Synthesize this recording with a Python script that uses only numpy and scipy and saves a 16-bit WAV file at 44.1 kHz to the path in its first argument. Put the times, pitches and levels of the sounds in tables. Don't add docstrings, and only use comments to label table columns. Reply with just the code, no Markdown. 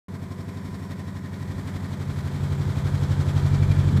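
import sys
import numpy as np
from scipy import signal
from scipy.fft import rfft, irfft, next_fast_len
from scipy.io import wavfile
from scipy.ndimage import map_coordinates

SR = 44100
rng = np.random.default_rng(int(sys.argv[2]) if len(sys.argv) > 2 else 0)


def store_wav(level_fs):
    pcm = np.round(np.clip(np.atleast_2d(level_fs), -1, 1) * 32767)
    wavfile.write(sys.argv[1], SR, pcm.T.astype(np.int16))


N = 176400
TIME = np.arange(N) / SR
TURN_HZ, BLADE_COUNT = 11.78, 4
THROB_S = .0574


def amp(db):
    return 10 ** (np.asarray(db) / 20)

def along(points, hz):
    f, values = np.transpose(points)
    return np.interp(np.log(hz + 1), np.log(f + 1), values)

def curve(rows):
    return np.interp(TIME, *np.transpose(rows))

def wobble(knots_per_s):
    knots = rng.standard_normal(int(N * knots_per_s / SR) + 4)
    return map_coordinates(knots, [TIME * knots_per_s], mode="nearest")

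def filtered(x, response):
    size = next_fast_len(N + SR // 2)
    return irfft(rfft(x, size) * response(np.fft.rfftfreq(size, 1 / SR)), size)[:N]

def unit(x):
    return x / np.sqrt(np.mean(x ** 2) + 1e-20)

def coloured(x, spectrum):
    return unit(filtered(x, lambda hz: amp(along(spectrum, hz))))

def resonance(centre_hz, width_hz):
    noise = rng.standard_normal(N)
    return unit(filtered(noise, lambda hz: 1 / (1 + (2 * (hz - centre_hz) / width_hz) ** 2)))

def shaft_angle(lag_s=0):
    return 2 * np.pi * TURN_HZ * (TIME - THROB_S - lag_s)

def harmonic(order, level_db, phase):
    return np.sqrt(2) * amp(level_db) * np.cos(order * shaft_angle() + phase)

def swish_cycle():
    angle = shaft_angle(lag_s=.009)
    return np.cos(angle) + .2 * np.cos(2 * angle) + .18 * np.cos(BLADE_COUNT * angle)


# order, far level/dB, near level/dB
BLADE_HARMONICS = [(4, -101, -39.5), (6, -69, -43.5), (7, -49, -30.5), (8, -39.5, -24.5), (9, -46.5, -33.5),
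                   (10, -86, -45), (11, -85, -46), (12, -44, -24), (13, -45, -36), (15, -43, -46),
                   (17, -43, -40.5)]

def blade_throb(near):
    blur_rad = .5 * np.clip(1 - near, 0, 1)
    suction = np.zeros(N)
    for order, far_db, near_db in BLADE_HARMONICS:
        level_db = far_db + (near_db - far_db) * near - 1.5 * wobble(3.985)
        phase = blur_rad * rng.uniform(-1, 1) + .11 * wobble(3.03)
        suction += harmonic(order, level_db, phase)
    return -suction


# order, far level/dB, near level/dB
PANEL_HARMONICS = [(16, -47, -44), (19, -53, -54), (20, -52, -46), (21, -57, -49), (22, -53, -48),
                   (23, -51, -49), (24, -56, -52), (25, -58, -56), (30, -70, -51), (31, -55, -48),
                   (33, -59, -59), (34, -70, -52), (35, -60, -57), (42, -70, -55), (43, -67, -54),
                   (55, -68, -58), (57, -62, -58), (62, -70, -62), (75, -67, -57), (85, -66, -64),
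                   (89, -70, -62), (97, -70, -60), (106, -68, -66), (121, -70, -63)]

def cabinet_drone(near):
    drone = np.zeros(N)
    for order, far_db, near_db in PANEL_HARMONICS:
        level_db = far_db + (near_db - far_db) * near + 1.5 * wobble(2.9)
        scatter_rad = .0247 * max(order * TURN_HZ - 192, 0)
        phase = scatter_rad * rng.normal() + .31 * wobble(3.46)
        drone += harmonic(order, level_db, phase)
    return drone


# f/Hz, relative level/dB
AIR_FAR_SPECTRUM = [(25, -20), (60, 5.5), (150, 3), (300, 1), (470, -2), (800, -7), (1020, -3.5),
                    (1350, -10.5), (2000, -8.5), (2450, -14.5), (2700, -22.5), (3500, -16.5), (6500, -24),
                    (8000, -22), (9500, -29), (12500, -29), (15000, -33)]
AIR_NEAR_SPECTRUM = [(25, 6), (60, 19), (150, 10), (300, 9), (600, 3), (1000, 3), (1700, -0.5),
                     (2350, -6.5), (2650, -10.5), (2900, -12), (3150, -6), (4000, -8.5), (4500, -11),
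                     (6300, -15.5), (7600, -14), (9500, -23), (11000, -24), (15000, -28)]
# f/Hz, fraction of power
PERIODIC_SHARE = [(60, 0.07), (350, 0), (700, 0.35), (1500, 0.56), (3000, 0.18), (8000, 0)]
# f/Hz, level/dB per unit of swell
SWISH_DEPTH = [(100, .5), (600, 1), (1500, 1.7), (3500, 2.6), (8000, 1.7), (14000, 1.6)]
# t/s, level/dB
FLOW_LEVEL = [(0.3, -45.5), (0.8, -43.5), (1.2, -44.5), (1.6, -41.5), (2, -40.5), (2.4, -39), (2.8, -37.5),
              (3.2, -35.5), (3.6, -35.5), (3.9, -35.5)]

def rushing_air(near):
    each_turn = np.resize(rng.standard_normal(round(SR / TURN_HZ)), N)
    periodic = filtered(each_turn, lambda hz: np.sqrt(along(PERIODIC_SHARE, hz)))
    aperiodic = filtered(rng.standard_normal(N), lambda hz: np.sqrt(1 - along(PERIODIC_SHARE, hz)))
    band_hz, frame_s, bands = signal.stft(periodic + aperiodic, SR, nperseg=256)
    swell = swish_cycle() * (1 - .11 * near + .2 * wobble(8.43))
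    swish_db = along(SWISH_DEPTH, band_hz)[:, None] * np.interp(frame_s, TIME, swell)
    flow = signal.istft(bands * amp(swish_db), SR, nperseg=256)[1][:N]
    blend = np.clip(near, 0, 1)
    rush = (1 - blend) * coloured(flow, AIR_FAR_SPECTRUM) + blend * coloured(flow, AIR_NEAR_SPECTRUM)
    flutter_db = 1.04 * wobble(90)
    return rush * amp(curve(FLOW_LEVEL) + flutter_db)


# f/Hz, relative level/dB
BURST_SPECTRUM = [(600, -14), (1800, -3), (2350, 2), (2750, -10), (3300, -3), (4000, 0), (5000, -8),
                  (8000, -15), (11000, -17), (15000, -28)]

def blade_rasp(lag_s=.011, width_s=.005, jitter_s=.004, spread_db=3):
    turns = int(N / SR * TURN_HZ) + 1
    bursts = np.zeros(N)
    for turn, (late, strength) in enumerate(rng.uniform(-1, 1, (turns, 2))):
        peak_s = THROB_S + lag_s + turn / TURN_HZ + jitter_s * late
        bursts += amp(spread_db * strength) * np.exp(-((TIME - peak_s) / width_s) ** 2)
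    hiss = coloured(rng.standard_normal(N), BURST_SPECTRUM)
    return hiss * bursts * amp(curve(FLOW_LEVEL) - 10)


def grille_ticks():
    pulsing = np.cos(BLADE_COUNT * shaft_angle() + 1.2 * wobble(19))
    ring = resonance(centre_hz=10900, width_hz=1000)
    relative_db = -38 + 7 * pulsing + 3.3 * wobble(12)
    return ring * amp(curve(FLOW_LEVEL) + relative_db)


# f/Hz, width/Hz, level/dB, loudest at t/s, time to fall to 1/e in amplitude/s
CASING_MODES = [(5450, 170, -70, .8, .7), (2340, 170, -53, 3.68, .18), (1850, 250, -58, 1.5, .9),
                (1020, 90, -58, .9, 1.2), (680, 60, -60, .4, .8)]

def casing_rings():
    rings = np.zeros(N)
    for centre_hz, width_hz, level_db, peak_s, span_s in CASING_MODES:
        passing = np.exp(-((TIME - peak_s) / span_s) ** 2)
        rings += amp(level_db) * resonance(centre_hz, width_hz) * passing
    return rings * amp(5.5 * swish_cycle())


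# f/Hz, relative level/dB
PUFF_COLOUR = [(20, -8), (40, -8.5), (62, 10), (110, 11), (160, 6.5), (300, -54), (900, -120)]
# t/s, level/dB
PUFF_ENVELOPE = [(1.2, -54), (1.5, -40.5), (2, -44), (2.5, -34), (3.5, -36)]

def air_puffs(near):
    rumble = coloured(rng.standard_normal(N), PUFF_COLOUR)
    pulse_db = 4.5 * near * np.cos(shaft_angle())
    return rumble * amp(curve(PUFF_ENVELOPE) + pulse_db + 1.6 * wobble(6))


# f/Hz, relative level/dB
WIND_SPECTRUM = [(25, -6), (80, 4.5), (190, 10.5), (280, 2), (450, -8.5), (1200, -64), (3000, -120)]
# t/s, level/dB
WIND_LEVEL = [(3, -53), (3.7, -36), (3.86, -35.5), (3.96, -26), (4, -25)]

def outflow_buffet():
    return coloured(rng.standard_normal(N), WIND_SPECTRUM) * amp(curve(WIND_LEVEL))


# t/s, nearness (0 far, about 1 at the grille)
APPROACH = [(0.3, 0.029), (0.8, 0.023), (1.2, 0.13), (1.6, 0.29), (2, 0.45), (2.4, 0.66), (2.8, 0.81),
            (3.2, 0.96), (3.6, 1.055), (3.9, 1.01)]

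def scene():
    near = curve(APPROACH)
    hum = blade_throb(near) + cabinet_drone(near) + air_puffs(near)
    noise = rushing_air(near) + blade_rasp() + grille_ticks() + casing_rings() + outflow_buffet()
    return (hum + noise)[None]

def record(dry):
    start_s, rise_s, cutoff_hz = .083, .001, 15250
    gate = np.clip((TIME - start_s) / rise_s, 0, 1)
    return filtered(dry[0] * gate, lambda hz: hz < cutoff_hz)[None]


dry = scene()
out = record(dry)
store_wav(out)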